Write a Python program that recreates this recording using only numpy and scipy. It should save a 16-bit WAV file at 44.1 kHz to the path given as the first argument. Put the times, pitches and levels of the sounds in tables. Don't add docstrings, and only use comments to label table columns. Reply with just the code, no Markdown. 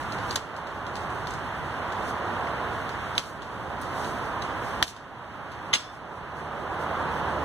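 import sys
import numpy as np
from scipy import signal
from scipy.fft import rfft, irfft, next_fast_len
from scipy.io import wavfile
from scipy.ndimage import uniform_filter1d

SR = 44100
rng = np.random.default_rng(int(sys.argv[2]) if len(sys.argv) > 2 else 0)


def wav_out(sig):
    wavfile.write(sys.argv[1], SR, np.round(np.clip(np.atleast_2d(sig).T, -1, 1) * 32767).astype(np.int16))


def magnitude_from_level(level_db):
    exponent = np.asarray(level_db, float) / 20
    return 10 ** exponent


N = 328390

# start_s, nearness_db
TRAFFIC = [(0, -35), (.5, -30), (1, -32.5), (1.5, -35), (2, -30.5), (2.5, -30), (3, -32.5), (4, -31.5),
           (4.5, -32), (5, -32.5), (5.5, -31.5), (6, -31), (6.5, -30), (6.9, -28), (7.2, -28.5),
           (7.45, -27)]
# freq_hz, density_db (per Hz)
TYRE_ROAR = [(22, -15), (35, -15), (60, -4), (100, -1.5), (200, -5.5), (500, -5.5), (1000, -1), (1500, -6),
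             (2200, -16.5), (3200, -20.5), (5000, -33.5), (8000, -42.5), (15000, -51.5)]
# freq_hz, density_db (per Hz)
LEAF_HISS = [(2000, -14.5), (4000, 0.5), (6000, 0.5), (9000, -4.5), (12000, -11.5), (15200, -17.5),
             (16500, -38)]
# peak_s, level_db, half_length_s
BRUSHES = [(.25, -63, 0.28), (1.1, -75, 0.14), (2.07, -60, 0.065), (3.227, -52, 0.077), (3.836, -68, 0.031),
           (4.038, -56, 0.16), (4.686, -57, 0.079), (4.887, -39, 0.034), (5.547, -79, 0.17),
           (5.93, -73, .12), (7.45, -68, .15)]
# start_s, peak_db, crack_hz, left_minus_right_db
TICKS = [(0.122, -30.5, 4070, 1), (0.1845, -38, 3410, 6.5), (0.565, -42, 4400, 6), (0.6708, -40.5, 3940, 4),
         (0.8658, -36, 3430, 1), (0.9554, -33, 4210, 5), (0.9672, -35, 3930, -2), (1.271, -30, 3670, 1),
         (1.3075, -35, 6230, 6), (1.3371, -37.5, 6200, 5), (1.922, -36.5, 3500, 9), (2.8918, -34, 3580, -1),
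         (3.1527, -33.5, 3380, 3), (3.42, -36, 3260, 0), (3.8335, -44, 3550, 0), (4.0454, -32, 3300, -2.5),
         (4.879, -29.5, 3600, -1), (4.9635, -41, 3260, -1.5), (5.5178, -41, 3430, -2)]
# start_s, peak_db, crack_hz, crack_t60_s, rattle_s
KNOCKS = [
    (0.2925, -39, 5000, 0.0055, .003),
    (0.3079, -22, 4200, 0.011, 0.0054),
    (0.3575, -13, 3960, 0.0033, 0.00411),
    (1.1, -46, 7500, 0.0068, 0.008),
    (2.4708, -35, 2220, 0.01, .002),
    (3.1797, -5.5, 3300, 0.0057, .0009),
    (3.813, -37, 9030, .02, 0.007),
    (4.8265, -1, 3360, 0.0031, 0.00047),
    (5.7309, -8.5, 3050, 0.0077, 0.013),
    (4.4194, -26.5, 3980, 0.016, 0.0034),
]
# multiple_of_crack_pitch, level_db
WALL_MODES = [(.48, -3.5), (.72, -6), (.87, -6), (0.999, 4), (1.141, 3.5), (1.321, -4.5), (1.6, -6),
              (1.95, -10), (2.4, -30.5), (3.2, -15.5)]
# freq_hz, level_db
SCATTER_COLOUR = [(500, -14), (1500, -8), (3000, 0), (5000, -4.5), (7000, -8.5), (9000, -16.5),
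                  (15000, -29), (16500, -60)]
# freq_hz, level_db, t60_s
LOOSE_POLE = [(1435, -27, 0.29), (1700, -15, 0.034), (2200, -6, 0.043), (2760, -4, 0.16), (3430, -15, 0.44),
              (3930, -10.5, 0.051), (4540, -24, 0.21), (5370, -14, 0.41), (6758, -7, 0.052),
              (7171, -35, 0.033), (7900, -24, 0.193), (8080, -19, 0.27)]
# start_s, peak_db, pitch_hz, t60_s,
# left_minus_right_db
HOLLOWS = [(.309, -27, 6500, .012, 0), (0.3085, -21, 4330, .02, 2), (0.31, -25, 1140, .02, 0),
           (.3578, -17, 6450, .012, 5), (.3615, -17, 6860, .01, 2), (.3615, -19, 1080, .02, 0),
           (2.4708, -23, 2100, .015, 3), (3.1797, -20, 2480, 0.02, 4), (3.1797, -10, 3540, .008, -6),
           (4.8265, -4.5, 1840, 0.0071, -6), (4.8268, -10, 3350, .005, -7), (5.7318, -19, 2070, .06, -4),
           (5.733, -18, 2420, .05, -2), (5.736, -23, 6620, .08, 2), (5.738, -30, 6450, .1, 0)]
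# start_s, throttle_db
ENGINE = [
    (5.85, -49),
    (6.3, -50),
    (6.7, -49),
    (6.93, -46),
    (7.15, -47.5),
    (7.446, -42),
]
# start_s, depth_db
DUCKS = [
    (0.368, 7.5),
    (3.186, 7.5),
    (4.831, 13),
    (5.746, 12),
]
# freq_hz, likeness (-1 to 1), left_minus_right_db
MIC_PAIR = [(30, 0.21, 1.5), (128, 0.68, -0.9), (610, 0.96, -6), (1740, 0.97, 0), (2970, 0.85, -5),
            (5000, 0.83, 0), (8000, 0.68, -0.5), (11800, -0.15, -10)]
# freq_hz, threshold_db (against the band level)
TONE_FLOOR = [(1500, -29), (2500, -17), (4500, -6.5), (7500, -16), (11000, -3.5), (15000, -10)]

TIME, SIZE = np.arange(N) / SR, next_fast_len(N)
HZ = np.maximum(np.fft.rfftfreq(SIZE, 1 / SR), 1)

USUAL_DB, BASS_HOLD, TREBLE_HOLD, TREBLE_DB = -31, 0.78, 0.75, 1.03
STIR_DB = -62
TICK_T60_S, TICK_RATTLE_S = 0.0064, 0.0009
CONTACT_S, SNAP_DB = 0.0003, 0.5
SCATTER_DB, WETTER_DB_PER_DB, WETTER_DB_PER_S = -25, 0.2706, 848
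SCATTER_T60_S, LATE_DB, LATE_T60_S = 0.024, -2, 0.34
RING_DB, RING_ROUGH_DB, RING_WOBBLE_HZ = -16.5, 4, 70
FIRING_HZ, SECOND_DB = 79.8, -1.5
DUCK_S, RECOVER_DB_PER_S = 0.031, 9.5
FRAME, GRID, TOP_HZ = 1024, 1006, 15300
PATCHY_DB, WEAK_DB, WEAK_FROM_HZ, FLICKER_HZ_PER_DB = 7.5, -6, 2800, 2800

IN_STEP_HZ, NOTCH_HZ, SPACING_HZ, WIDER_FROM_HZ, WIDER = 1574, 2480, 2500, 11000, 0.22
LOW_TURNS = np.clip((HZ - IN_STEP_HZ) / (NOTCH_HZ - IN_STEP_HZ), 0, 1) / 2
HIGH_TURNS = 0.5 + (HZ - NOTCH_HZ - WIDER * np.maximum(HZ - WIDER_FROM_HZ, 0)) / SPACING_HZ
LAG_TURNS = np.where(HZ < NOTCH_HZ, LOW_TURNS, HIGH_TURNS)


def on_log_hz(table, hz, column=1):
    table = np.array(table)
    return np.interp(np.log(hz), np.log(table[:, 0]), table[:, column])


def on_time(table):
    table = np.array(table)
    return np.interp(TIME, table[:, 0], table[:, 1])


def walk(rate):
    hold = int(SR / rate)
    steps = np.repeat(rng.standard_normal(N // hold + 1), hold)
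    return 1.47 * uniform_filter1d(uniform_filter1d(steps, hold), hold)[:N]


def surround(spectrum, mid, side):
    like = np.clip(on_log_hz(MIC_PAIR, HZ), -1, 1) * np.cos(2 * np.pi * LAG_TURNS)
    agree = rfft(mid, SIZE) * np.sqrt(1 + like)
    oppose = rfft(side, SIZE) * np.sqrt(1 - like)
    lean = magnitude_from_level(on_log_hz(MIC_PAIR, HZ, column=2) / 2)
    pair = np.array([(agree + oppose) * lean, (agree - oppose) / lean])
    pair = pair * magnitude_from_level(on_log_hz(spectrum, HZ))
    return pair / np.sqrt(np.mean(np.abs(pair) ** 2) / N)


def from_left(left, right):
    pair = rfft(np.array([left, right]), SIZE) * np.clip((16200 - HZ) / 3000, 0, 1)
    pair[1] *= np.exp(-2j * np.pi * LAG_TURNS)
    return irfft(pair, SIZE)[:, :N]


def panned(pan_db):
    return magnitude_from_level(np.array([[pan_db], [-pan_db]]) / 2)


def road():
    pair = surround(TYRE_ROAR, *rng.standard_normal((2, N)))
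    nearness = on_time(TRAFFIC)
    swell = nearness - USUAL_DB
    out = 0
    for hz in 32 * 4.1 ** np.arange(5):
        share = np.clip(1 - np.abs(np.log2(np.minimum(HZ, 8192) / hz)) / 2, 0, 1)
        tilt = -BASS_HOLD * swell * (hz < 300) + (TREBLE_DB - TREBLE_HOLD * swell) * (hz > 1500)
        flicker = 0.5 * walk(2.57) + 0.5 * walk(12)
        out = out + irfft(pair * share, SIZE)[:, :N] * magnitude_from_level(tilt + flicker)
    return out * magnitude_from_level(nearness)


def rustle():
    clicks = (rng.random(N) < 0.01) * magnitude_from_level(2.5 * rng.exponential(size=N))
    grains = rng.standard_normal((2, N)) * (1 + 0.86 * clicks)
    effort = magnitude_from_level(STIR_DB)
    for s, db, half_s in BRUSHES:
        effort = effort + magnitude_from_level(db) * np.exp(-((TIME - s) / half_s) ** 2)
    return irfft(surround(LEAF_HISS, *grains), SIZE)[:, :N] * effort * magnitude_from_level(3.0 + 2.0 * walk(25))


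def crack(hz, t60, rattle_s):
    contacts = np.zeros(int(0.03 * SR))
    when, size = rng.random((2, 16))
    landed = np.arange(16) + 1 < rattle_s / 0.001
    at = (when ** 0.8 * np.clip(rattle_s, 0, 0.029) * SR).astype(int)
    contacts[at] = landed * np.sign(size - 0.5) * (0.42 + 0.98 * size)
    contacts[0] = 1
    t = np.arange(2048) / SR
    ring = 0
    for multiple, db in WALL_MODES:
        detune = 1 + 0.01 * rng.standard_normal()
        mode_hz = min(multiple * hz * detune, 0.34 * SR)
        ring = ring + magnitude_from_level(db) * np.sin(2 * np.pi * mode_hz * t) * magnitude_from_level(-60 * t / t60)
    ring = -ring * (1 - np.exp(-t / CONTACT_S))
    snap = magnitude_from_level(SNAP_DB - 1800 * min(t60, 0.01)) * np.abs(ring).max()
    ring[8:13] += snap * np.array([-0.6, 0.1, 1, 0.1, -0.6])
    blow = signal.fftconvolve(contacts, ring)
    return blow / np.abs(blow).max()


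def scatter(t, hz, rattle_s, db):
    f = np.maximum(np.fft.rfftfreq(len(t), 1 / SR), 1) * (3300 / hz) ** 0.42
    hiss = irfft(rfft(rng.standard_normal((2, len(t)))) * magnitude_from_level(on_log_hz(SCATTER_COLOUR, f)), len(t))
    hiss = (hiss + 0.31 * hiss[::-1]) / hiss.std()
    fade = magnitude_from_level(-60 * t / SCATTER_T60_S) + magnitude_from_level(LATE_DB - 60 * t / LATE_T60_S)
    return hiss * magnitude_from_level(db) * fade * np.clip(t / (0.00067 + rattle_s), 0, 1)


def loose_pole(t, rattle_s):
    ring = 0
    for mode_hz, db, t60 in LOOSE_POLE:
        level = magnitude_from_level(db - 60 * t / t60 + RING_ROUGH_DB * walk(130)[:len(t)])
        turns = np.cumsum(mode_hz + RING_WOBBLE_HZ * walk(110)[:len(t)]) / SR
        ring = ring + level * np.sin(2 * np.pi * turns)
    return magnitude_from_level(RING_DB + 9.5) * np.clip(t / rattle_s, 0, 1) * ring


def strike(db, hz, t60, rattle_s, scatter_db):
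    t = np.arange(2 ** 14) / SR
    sound = scatter(t, hz, rattle_s, scatter_db)
    blow = crack(hz, t60, rattle_s)
    sound[:, :len(blow)] += blow
    if rattle_s > 0.012:
        sound += loose_pole(t, rattle_s)
    return magnitude_from_level(db) * sound


def poles(gain_db):
    out = np.zeros((2, N + SR))
    blows = [(*knock, 0) for knock in KNOCKS]
    blows += [(s, db + 4.0, hz, TICK_T60_S, TICK_RATTLE_S, pan_db) for s, db, hz, pan_db in TICKS]
    for s, db, hz, t60, rattle_s, pan_db in blows:
        i = int(s * SR)
        scatter_db = SCATTER_DB - WETTER_DB_PER_DB * db + WETTER_DB_PER_S * rattle_s
        sound = strike(db - gain_db[i], hz, t60, rattle_s, scatter_db)
        out[:, i:i + sound.shape[1]] += sound * panned(pan_db)
    return from_left(*out[:, :N])


def hollows(gain_db):
    out, t = np.zeros((2, N + SR)), np.arange(4096) / SR
    onset = 1 - np.exp(-t / CONTACT_S)
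    for s, db, hz, t60, pan_db in HOLLOWS:
        i = int(s * SR)
        ring = -np.sin(2 * np.pi * hz * t) * magnitude_from_level(db - gain_db[i] - 60 * t / t60) * onset
        out[:, i:i + len(t)] += ring * panned(pan_db)
    return from_left(*out[:, :N])


def engine():
    turns = np.cumsum(FIRING_HZ * (1 + 0.02475 * walk(9))) / SR
    second = magnitude_from_level(SECOND_DB + 1.7 * walk(5.7)) * np.sin(4 * np.pi * turns)
    hum = np.sin(2 * np.pi * turns) + second
    fade_in = np.clip((TIME - ENGINE[0][0]) / 0.1, 0, 1)
    return np.sqrt(2) * hum * magnitude_from_level(on_time(ENGINE) + 1.7 * walk(8)) * fade_in


def recorder_gain_db():
    dips = []
    for s, depth_db in DUCKS:
        since = TIME - s
        dips.append(np.clip(since / DUCK_S, 0, 1) * depth_db - RECOVER_DB_PER_S * np.abs(since))
    return -np.maximum(np.max(dips, axis=0), 0)


def scene():
    gain_db = recorder_gain_db()
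    return road() + rustle() + poles(gain_db) + hollows(gain_db) + engine()


def thin_weak_tones(x):
    n, k = np.arange(2 * FRAME) + 0.5, np.arange(FRAME) + 0.5
    window = np.sin(np.pi * n / (2 * FRAME))
    basis = np.cos(np.pi / FRAME * np.outer(n + FRAME / 2, k)) * window[:, None]
    count, lead = N // FRAME + 3, 2 * FRAME - GRID
    tail = (count + 1) * FRAME - N - lead
    pair = np.pad([x[0] + x[1], x[0] - x[1]], ((0, 0), (lead, tail)))
    halves = pair.reshape(2, -1, FRAME)
    lines = np.concatenate([halves[:, :-1], halves[:, 1:]], axis=2) @ basis
    hz = k * SR / (2 * FRAME)
    power = np.mean(lines.reshape(2, count, -1, 16) ** 2, axis=3)
    power = uniform_filter1d(power, size=3, axis=1)
    level = np.sqrt(np.repeat(power.mean(axis=0), 16, axis=1))
    flicker = hz[::16] / FLICKER_HZ_PER_DB * rng.standard_normal(power.shape)
    margin = magnitude_from_level(2 * (WEAK_DB + flicker))
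    kept = np.repeat(power > margin * power[::-1], 16, axis=2) | (hz < WEAK_FROM_HZ)
    patchy = np.repeat(magnitude_from_level(PATCHY_DB * rng.standard_normal((2, count, FRAME // 8))), 8, axis=2)
    threshold = patchy * level * magnitude_from_level(on_log_hz(TONE_FLOOR, hz))
    lines = lines * (np.abs(lines) > threshold) * kept * (hz < TOP_HZ)
    frames = lines @ basis.T / FRAME
    joined = (frames[:, 1:, :FRAME] + frames[:, :-1, FRAME:]).reshape(2, -1)
    mid, side = joined[:, lead - FRAME:lead - FRAME + N]
    return np.array([mid + side, mid - side])


def low_pass(x):
    return signal.sosfilt(signal.butter(12, 16300, fs=SR, output="sos"), x)


def record(dry):
    heard = dry * magnitude_from_level(recorder_gain_db())
    sharp = sum(np.clip(2 - np.abs(TIME - s - 0.012) / 0.01, 0, 1) for s, db, *_ in KNOCKS if db > -16)
    mix = thin_weak_tones(heard * (1 - sharp)) + heard * sharp
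    return low_pass(np.clip(mix, -1, 1))


dry = scene()
out = record(dry)
wav_out(out)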